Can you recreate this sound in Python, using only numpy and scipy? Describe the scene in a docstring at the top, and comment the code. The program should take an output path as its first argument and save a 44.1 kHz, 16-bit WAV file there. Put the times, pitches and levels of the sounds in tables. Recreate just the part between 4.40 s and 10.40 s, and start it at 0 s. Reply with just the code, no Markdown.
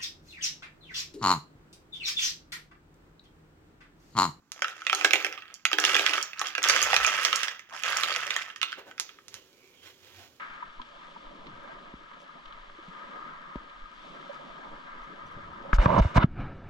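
"""Dry kibble pours in gushes from a thin plastic tub into a ribbed plastic bowl on a wooden table.
Hundreds of impacts a second merge into a patter, over which single pieces clack and excite the modes
of the plastic. Those that strike the floor of the bowl make it thud, until the growing heap damps it.
The tub wall snaps, the last pieces rattle, and a hand shifts the bowl with a stick-slip scrape.
Two close microphones pick this up, together with the reverberation of a small room."""
import sys
import numpy as np
from scipy import signal
from scipy.fft import rfft, irfft, next_fast_len
from scipy.io import wavfile
from scipy.ndimage import uniform_filter1d, minimum_filter1d

SR = 44100
rng = np.random.default_rng(int(sys.argv[2]) if len(sys.argv) > 2 else 0)


def to_wav(s):
    """Save 16-bit WAV."""
    ch = np.atleast_2d(s).T  # columns
    pcm = np.round(np.clip(ch, -1, 1) * 32767)  # PCM
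    wavfile.write(sys.argv[1], SR, pcm.astype(np.int16))


N = 264501
TIME = np.arange(N) / SR
SAMPLES_PER_MS = SR / 1000  # impact levels state the energy as if spread over 1 ms


def amp(db):
    """Amplitude ratio of a level in decibels."""
    return 10 ** (np.asarray(db) / 20)


def unit_rms(x):
    """Normalisation to a mean power of 1."""
    return x / np.sqrt(np.mean(x ** 2) + 1e-30)


def unit_energy(x):
    """Normalisation to a mean energy of 1 per channel."""
    return unit_rms(x) / np.sqrt(x.shape[-1])


def curve_at(points, hz):
    """Interpolation on a logarithmic frequency axis."""
    frequencies, values = np.transpose(points)
    return np.interp(np.log(hz + 1), np.log(frequencies + 1), values)


def add(mix, start_s, sound):
    """Superposition: a stereo sound adds to the mix from its start time."""
    part = mix[:, max(round(start_s * SR), 0):][:, :sound.shape[1]]
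    part += sound[:, :part.shape[1]]


def convolve(x, response):
    """A linear system convolves its input with its impulse response."""
    return signal.oaconvolve(x, response, axes=1)[:, :N]


def minimum_phase(gain_db):
    """Causality: folding the cepstrum onto positive time gives a gain curve its phase."""
    cepstrum = irfft(np.log(amp(np.maximum(gain_db, -100))))
    half = len(cepstrum) // 2
    cepstrum[1:half] *= 2
    cepstrum[half + 1:] = 0
    return np.exp(rfft(cepstrum))


def impulses(per_s, spread_db):
    """A Poisson process of impulses, many small and a few large."""
    height = amp(spread_db * np.minimum(rng.exponential(1, N), 3))
    return height * (rng.random(N) < per_s / SR)


# level difference between the microphones: (frequency [Hz], left minus right [dB])
BALANCE = [(100, -2.5), (400, -1), (800, -1.5), (1300, -1), (2400, -9), (4400, -9.5), (7000, -6.5),
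           (15000, -8)]
RIGHT_DELAY_S = 0.0001
def microphone_pair(spectra, hz, coherence):
    """Spaced microphones receive partly coherent signals that differ in level and arrival time."""
    shared = np.clip(curve_at(coherence, hz), -1, 1)
    left = shared * spectra[1] + np.sqrt(1 - shared ** 2) * spectra[0]
    right = spectra[1] * np.exp(-2j * np.pi * hz * RIGHT_DELAY_S)
    balance = amp(curve_at(BALANCE, hz))
    return np.array([left * balance, right]) * np.sqrt(2 / (1 + balance ** 2))


# likeness of the room's field at the two microphones: (frequency [Hz], coherence [0-1])
ROOM_COHERENCE = [(100, 0.53), (300, 1), (650, 0.64), (1400, 0.67), (3000, 0.73), (8000, 0)]
def room_noise(colour):
    """Spectral shaping: white noise takes on a colour and the coherence of the room, at rms 1."""
    padded = next_fast_len(N)
    hz = np.fft.rfftfreq(padded, 1 / SR)
    white = microphone_pair(rfft(rng.standard_normal((2, N)), padded), hz, ROOM_COHERENCE)
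    return unit_rms(irfft(white * amp(curve_at(colour, hz)))[:, :N])


# background of the still room: (frequency [Hz], relative level [dB])
AIR_SPECTRUM = [(20, -5.5), (110, 4), (300, 4), (600, -10), (1200, -0.5), (3000, -14.5), (7000, -12.5),
                (9000, -28), (16000, -21.5)]
def room_air():
    """Stationary noise forms the floor beneath all other sounds."""
    return amp(-68.5) * room_noise(AIR_SPECTRUM)


# reverberation time: (frequency [Hz], T60 [s])
ROOM_DECAY = [(200, 0.15), (600, 0.33), (1500, 0.51), (3000, 0.5), (6500, 0.28), (10000, 0.063),
              (16000, 0.81)]
# colour of the reverberant tail: (frequency [Hz], gain [dB])
TAIL_SPECTRUM = [(200, -2), (600, 1.5), (1300, -8), (3000, -10), (6500, -4.5), (12000, -6.5)]
def echoes(size=16384):
    """Impulse response: early reflections from table and bowl, then an exponentially decaying tail."""
    t, hz = np.arange(size) / SR, np.fft.rfftfreq(size, 1 / SR)
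    arrived = t > .003
    taps = rng.standard_normal((2, size)) * (rng.random((2, size)) < .12) * arrived
    band_hz, frame_s, bands = signal.stft(taps, SR, nperseg=256)
    decay = amp(-60 * frame_s / curve_at(ROOM_DECAY, band_hz)[:, None])
    tail = signal.istft(bands * decay, SR, nperseg=256)[1][:, :size]
    early = rng.standard_normal((2, size)) * arrived * np.exp(-t / .011)
    spectra = rfft(unit_energy(tail)) * amp(curve_at(TAIL_SPECTRUM, hz))
    spectra += amp(-6.5) * rfft(unit_energy(early))
    return irfft(microphone_pair(spectra, hz, ROOM_COHERENCE))


def reverberation(x, patterns=3, changes_per_s=19):
    """Echo paths depend on source position: pieces land all over the bowl, so patterns crossfade."""
    spot = TIME * changes_per_s
    wet = np.zeros((2, N))
    for k in range(patterns):
        distance = abs((spot - k + patterns / 2) % patterns - patterns / 2)
        share = np.cos(np.pi / 2 * np.minimum(distance, 1))
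        wet += convolve(x[1:] * share, echoes())
    return wet * amp([[-.6], [-2.1]])


# response of the wooden table top: (frequency [Hz], relative level [dB])
TABLE_SPECTRUM = [(20, -24.5), (60, -7.5), (110, -12.5), (137, 4), (175, -24.5), (240, -2.5), (320, -17.5)]
def table_murmur():
    """Forced vibration: the table top murmurs in proportion to the flow of kibble."""
    return amp(-26.0) * room_noise(TABLE_SPECTRUM) * flow()


# colour of friction: (frequency [Hz], relative level [dB])
FRICTION_SPECTRUM = [(3300, 2), (4300, -2.5), (6800, -2.5), (8500, -12), (15000, -2)]
# the hand shoves the bowl: (midpoint [s], scrape length [s], scrape level [dB], judder level [dB])
SHOVES = [(4.95, 0.1, -55.5, -68), (5.471, 0.11, -54.5, -70), (5.688, 0.18, -59.5, -70.5),
          (5.808, 0.16, -55.5, -67)]
# low table rumble under the heavy pour (two rows), then rubs and rustles of sleeve, hand and tub:
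# (midpoint [s], length [s], level [dB], centre [Hz], half width [octaves])
RUMBLES_AND_RUBS = [(2.477, 0.46, -58, 89.6, 1.2), (2.62, 0.13, -57, 45.6, 0.48),
                    (3.341, 0.072, -42, 1110, 0.69), (4.389, 0.042, -45.5, 660, 1.94),
                    (4.486, 0.063, -51, 606, 1.9), (5.195, 3.4, -70, 388, 0.58),
                    (4.991, .13, -64, 2990, 0.094), (5.263, 0.31, -68.5, 2320, 0.13),
                    (5.434, 0.25, -65.5, 3140, 0.14), (5.461, 2.6, -66.5, 4750, 1.66),
                    (5.805, 0.048, -56.5, 717, 0.096)]
SCRAPE_HZ, SCRAPE_OCTAVES, JUDDER_HZ, JUDDER_OCTAVES = 2480, 1.87, 98, 0.27
def rumble_and_rubbing():
    """Resonance shapes grainy noise into table rumble and the tiny slips of stick-slip friction."""
    out = np.zeros((2, N))
    grains = rng.standard_normal((2, N)) * (0.51 + impulses(per_s=900, spread_db=5.0))
    scrapes = [(middle, length, db, SCRAPE_HZ, SCRAPE_OCTAVES) for middle, length, db, _ in SHOVES]
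    judders = [(middle, 2 * length, db, JUDDER_HZ, JUDDER_OCTAVES) for middle, length, _, db in SHOVES]
    for middle, length, db, centre_hz, octaves in RUMBLES_AND_RUBS + scrapes + judders:
        size, start = int(length * SR), middle - length / 2
        padded = next_fast_len(size)
        hz = np.fft.rfftfreq(padded, 1 / SR)
        resonance = (1 + (np.log2((hz + 1) / centre_hz) / octaves) ** 2) ** -1.4
        spectra = microphone_pair(rfft(grains[:, round(start * SR):], padded), hz, ROOM_COHERENCE)
        band = irfft(spectra * resonance * amp(curve_at(FRICTION_SPECTRUM, hz)), padded)[:, :size]
        add(out, start, amp(db) * unit_rms(band) * np.sin(np.linspace(0, np.pi, size)))
    return out


# likeness of the direct sound at the two microphones: (frequency [Hz], coherence [0-1])
DIRECT_COHERENCE = [(100, .7), (300, 0.96), (700, 1), (1400, 0.87), (3000, 0.13), (7000, 0.051),
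                    (15000, 0.71)]
def radiated(force, body_db):
    """Source and filter: a brief force radiates through the response of a body, at energy 1."""
    size = force.shape[1]
    spectra = microphone_pair(rfft(force), np.fft.rfftfreq(size, 1 / SR), DIRECT_COHERENCE)
    fade = np.hanning(2 * size)[size:]
    return unit_energy(irfft(spectra * minimum_phase(body_db)) * fade)


# colour of a snap: (frequency [Hz], relative level [dB])
SNAP_SPECTRUM = [(100, -59.5), (400, -23), (1200, -7.5), (3500, -2), (5200, -1), (6500, 2.5), (8000, -12),
                 (11000, -12.5), (15000, -28)]
# the tub wall snaps under the fingers: (time [s], level [dB])
SNAPS = [(0.1187, -27), (0.5497, -24), (4.5984, -16.5), (4.8823, -35.5), (4.942, -30)]
def wall_snaps(size=1024):
    """Snap-through buckling: the thin wall flips in an instant and radiates one bright impulse."""
    impulse = np.zeros((2, size))
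    impulse[:, 16] = 1
    crack = radiated(impulse, curve_at(SNAP_SPECTRUM, np.fft.rfftfreq(size, 1 / SR)))
    out = np.zeros((2, N))
    for start, db in SNAPS:
        add(out, start, amp(db) * crack)
    return out * np.sqrt(SAMPLES_PER_MS)


def ringing(drive, modes, size=12000):
    """Modal response: a shell rings as a sum of damped sinusoids, scaled to the rms of its drive."""
    t = np.arange(size) / SR
    response = sum(amp(db - 60 * t / t60) * np.sin(2 * np.pi * hz * t) / np.sqrt(t60)
                   for hz, db, t60 in modes)
    return unit_rms(convolve(drive, response[None])) * np.sqrt(np.mean(drive ** 2))


# modes of the bowl: (frequency [Hz], relative energy [dB], T60 [s])
BOWL_MODES = [(313, 6, .26), (338, -2, .16), (412, -5, .16), (521, -5, .18), (629, -7, .22), (785, -3, .16),
              (863, -5, .14)]
def bowl(thuds):
    """Resonance: the low modes of the bowl prolong each thud."""
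    return amp(-4.0) * thuds + amp(-8.5) * ringing(thuds, BOWL_MODES)


# modes of the tub: (frequency [Hz], relative energy [dB], T60 [s])
TUB_MODES = [(1153, -21, 0.11), (1280, 3, 0.083), (1334, 15.5, 0.058), (1670, -28, 0.065),
             (2810, 13.5, 0.17), (3140, -13.5, .08)]
def tub(clatter):
    """Resonance: the high, short-lived modes of the tub colour the clatter."""
    return clatter + amp(-16.0) * ringing(clatter, TUB_MODES)


def contact(colour, time_constant_s, pitch_hz=None, octaves=.75, size=1024):
    """Rough contact: a noisy force swells and dies in milliseconds; the spot struck favours a pitch."""
    t, hz = np.arange(size) / SR, np.fft.rfftfreq(size, 1 / SR)
    age = t / time_constant_s
    swell = age ** 2 * np.exp(-age) + .07 * np.exp(-age / 4)
    body_db = curve_at(colour, hz)
    if pitch_hz:
        body_db -= 20 * np.log10(1 + (np.log2((hz + 1) / pitch_hz) / octaves) ** 2)
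    return radiated(rng.standard_normal((2, size)) * swell, body_db)


def ping(pitch_hz, cycles, size=1024):
    """Damped oscillation: the struck rib or wall rings for a few cycles."""
    t, balance = np.arange(size) / SR, amp(curve_at(BALANCE, pitch_hz))
    phase = 2 * np.pi * (pitch_hz * (t + np.array([[RIGHT_DELAY_S], [0]])) + rng.random())
    attack = (1 - np.exp(-t / 0.0017)) ** 2
    motion = np.sin(phase) * attack * np.exp(-t * pitch_hz / cycles)
    pressure = np.gradient(motion, axis=1)  # a small surface radiates little bass
    return unit_energy(np.array([[balance], [1]]) * pressure)


# colours of a piece's body, its edge and the bowl's floor: (frequency [Hz], relative level [dB])
CLACK_SPECTRUM = [(120, -56.5), (300, -26.5), (500, -12), (750, -14), (980, -13.5), (1270, 0), (1650, -0.5),
                  (2100, -1), (2650, 0), (3300, 0), (4200, -10), (5500, -14), (9000, -28.5)]
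TICK_SPECTRUM = [(2000, -42), (3800, -16), (4600, -4), (5500, 0), (6800, -3), (8200, -17), (11000, -21),
                 (16000, -30)]
THUD_SPECTRUM = [(60, -56), (200, -23.5), (283, -33.5), (305, 0.5), (420, 6.5), (560, -3), (800, 4),
                 (1400, -25.5)]
# pieces hit tub, ribs or heap, and at 2.53 s the tub's rim bumps a rib of the bowl: # (time [s], clack level
# [dB], pitch [Hz], tick level [dB])
KNOCKS = [(0.2206, -13.5, 1460, -24.5), (0.2439, -15, 1360, -34.5), (0.2817, -25.5, 1450, -35.5),
          (0.4184, -28, 1420, -47.5), (0.4665, -13.5, 2630, -31), (0.4968, -12, 3164, -31),
          (0.611, -17.5, 2430, -33), (0.6477, -6, 1707, -17.5), (0.7077, -14, 2560, -25.5),
          (0.9255, -29, 2610, -35), (0.9761, -29.5, 1180, -53), (1.021, -35, 2680, -63),
          (1.2524, -8.5, 2630, -17.5), (1.3149, -19.5, 1250, -28), (1.45, -10.5, 3450, -13.5),
          (1.5448, -10.5, 3304, -23), (1.5652, -10.5, 2416, -20), (1.6633, -8.5, 2910, -18.5),
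          (1.7346, -13.5, 2620, -26), (1.7794, -16, 1308, -30), (1.932, -27.5, 2560, -56.5),
          (1.994, -25, 1630, -22.5), (2.0697, -26, 3175, -26), (2.151, -16.5, 1630, -31.5),
          (2.2393, -13, 3450, -22.5), (2.247, -17.5, 2500, -23.5), (2.297, -6, 2513, -6.5),
          (2.362, -11.5, 1690, -21), (2.5303, -9, 785, -39), (2.5421, -13, 2560, -17.5),
          (2.564, -7.5, 2426, -15.5), (2.6469, -9.5, 2460, -25.5), (2.6648, -21.5, 1670, -14.5),
          (2.8496, -11.5, 2930, -12), (2.9281, -11, 2840, -31.5), (3.0322, -17, 3000, -21),
          (3.082, -18.5, 1670, -27.5), (3.1933, -33, 1950, -42), (3.4351, -18, 2500, -25),
          (3.6337, -13.5, 3130, -25), (3.7616, -17.5, 2690, -25), (3.9055, -15.5, 2910, -29),
          (3.9635, -14.5, 1810, -24), (4.1013, -32.5, 1660, -64), (4.1605, -30, 1840, -37.5),
          (4.215, -17.5, 2976, -35), (4.229, -12.5, 2490, -29), (4.32, -29.5, 3140, -42.5),
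          (4.327, -23.5, 1450, -62), (4.5119, -35, 1547, -50.5), (4.5793, -32, 2560, -43.5),
          (4.6912, -35, 2510, -51), (4.7864, -41, 1257, -67)]
# pieces hit the bare floor of the bowl: (time [s], clack level [dB], pitch [Hz], thud level [dB])
LANDINGS = [(0.5289, -10.5, 1340, -20.5), (0.6456, -8, 1625, -15.5), (0.7333, -5, 2450, -19),
            (0.7376, -24.5, 1870, -19), (0.7557, -16, 2160, -24), (0.8462, -14, 2540, -24),
            (0.865, -21, 2340, -26.5), (1.3303, -11.5, 3195, -22), (1.385, -9.5, 1740, -20),
            (1.4391, -11.5, 2800, -22.5), (1.4947, -17.5, 2860, -27.5), (1.5516, -11, 1640, -22),
            (1.5939, -12, 2580, -21), (1.6936, -17, 2610, -28), (2.0142, -16, 1192, -27.5),
            (2.18, -16, 1616, -27)]
# the hard edges of two pieces meet: (time [s], level [dB])
EDGE_TICKS = [(0.5485, -19), (1.141, -32), (1.4, -18.5), (1.827, -19), (2.2295, -18), (2.2868, -12.5),
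              (2.4168, -17.5), (2.4275, -12), (2.9587, -15.5), (3.57, -17.5)]
KNOCK_THUD_DB, LANDING_TICK_DB = -30, -12.5  # relative to the clack
def single_impacts():
    """Impact sound: each loud piece gives a clack, a tick and a thud; edges alone only tick."""
    clatter, thuds = np.zeros((2, 2, N))
    knocked = [(start, db, hz, tick_db, db + KNOCK_THUD_DB) for start, db, hz, tick_db in KNOCKS]
    landed = [(start, db, hz, db + LANDING_TICK_DB, thud_db) for start, db, hz, thud_db in LANDINGS]
    for start, clack_db, pitch_hz, tick_db, thud_db in knocked + landed:
        clack = contact(CLACK_SPECTRUM, 0.00056, pitch_hz, octaves=2.1)
        clack += amp(-3.0) * ping(pitch_hz, cycles=3.0)
        add(clatter, start, amp(clack_db) * unit_energy(clack))
        add(clatter, start, amp(tick_db) * contact(TICK_SPECTRUM, 0.00023))
        add(thuds, start, amp(thud_db) * contact(THUD_SPECTRUM, 0.00078))
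    for start, db in EDGE_TICKS:
        add(clatter, start, amp(db) * contact(TICK_SPECTRUM, 0.00025))
    return np.array([clatter, thuds]) * np.sqrt(SAMPLES_PER_MS)


def heap_cushioning(bare_db=-10.5, full_loss_db=25.5):
    """Damping: the heap grows with all that has been poured and weakens the thud of the stream."""
    poured = np.cumsum(flow() ** 2)
    return amp(bare_db - full_loss_db * np.sqrt(poured / poured[-1]))


# gushes and trickles from the tub: (start [s], end [s], clack level [dB], tick level [dB])
GUSHES = [(0.096, 0.467, -49.5, -57.5), (0.464, 0.866, -37, -45), (0.862, 1.124, -49, -75),
          (1.372, 1.79, -26, -36), (1.931, 2.1, -37.5, -51.5), (2.197, 2.636, -24.5, -35.5),
          (2.579, 3.05, -26, -37.5), (3.279, 3.346, -37.5, -45.5), (3.398, 4.033, -27.5, -41),
          (4.19, 4.343, -50.5, -69)]
def flow(ticks=False, attack_s=0.092, sag_db_per_s=16, release_db_per_s=182.5):
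    """Incoherent gushes add in power, giving the envelope of the stream's clacks or of its ticks."""
    power = np.zeros(N)
    for start, end, clack_db, tick_db in GUSHES:
        since_start, since_end = np.maximum(TIME - start, 0), np.maximum(TIME - end, 0)
        rise = np.minimum(since_start / attack_s, 1)
        fall_db = sag_db_per_s * since_start + release_db_per_s * since_end
        power += (rise * amp((tick_db if ticks else clack_db) - fall_db)) ** 2
    return np.sqrt(power)


def kibble_stream(kinds=40, full_flow_db=-27):
    """Shot noise: dense impacts merge into a patter; below full flow they thin to separate pieces."""
    pitches_hz = 2000 * np.exp(0.62 * rng.standard_normal(kinds))
    pieces = [(contact(CLACK_SPECTRUM, 0.00036, hz, octaves=0.81),
               contact(TICK_SPECTRUM, 0.00088),
               contact(THUD_SPECTRUM, 0.00072)) for hz in pitches_hz]
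    density = np.clip(flow() / amp(full_flow_db), 0.02, 1) ** 0.6
    strength = impulses(per_s=850, spread_db=3.5)
    strength *= (rng.random(N) < density) / np.sqrt(density)  # fewer impacts at equal mean power
    kind = rng.integers(0, kinds, N)
    hardness_db = 2.6 * np.clip(rng.standard_normal(N), -2, 2)
    clacks, ticks, thuds = np.zeros((3, 2, N))
    for i in np.flatnonzero(strength):
        clack, tick, thud = pieces[kind[i]]
        add(clacks, i / SR, strength[i] * clack)
        add(ticks, i / SR, strength[i] * amp(hardness_db[i]) * tick)
        add(thuds, i / SR, np.sqrt(strength[i]) * thud)
    clatter = unit_rms(clacks) * flow() + unit_rms(ticks) * flow(ticks=True)
    return np.array([clatter, unit_rms(thuds) * flow() * heap_cushioning()])


def scene():
    """Superposition: the direct sound, its reverberation and the background add up."""
    clatter, thuds = single_impacts() + kibble_stream()
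    direct = tub(clatter + wall_snaps()) + bowl(thuds) + rumble_and_rubbing()
    return direct + reverberation(direct) + table_murmur() + room_air()


def record(dry, ceiling_db=1.5, cutoff_hz=16200):
    """Peak limiting turns down the hardest impacts; a low-pass filter then bounds the bandwidth."""
    needed_gain = np.minimum(amp(ceiling_db) / (abs(dry).max(0) + 1e-9), 1)
    gain = uniform_filter1d(minimum_filter1d(needed_gain, size=181), size=151)
    low_pass = signal.firwin(511, cutoff_hz, window=("kaiser", 9), fs=SR)
    return signal.oaconvolve(dry * gain, low_pass[None], "same")


dry = scene()
out = record(dry)
to_wav(out)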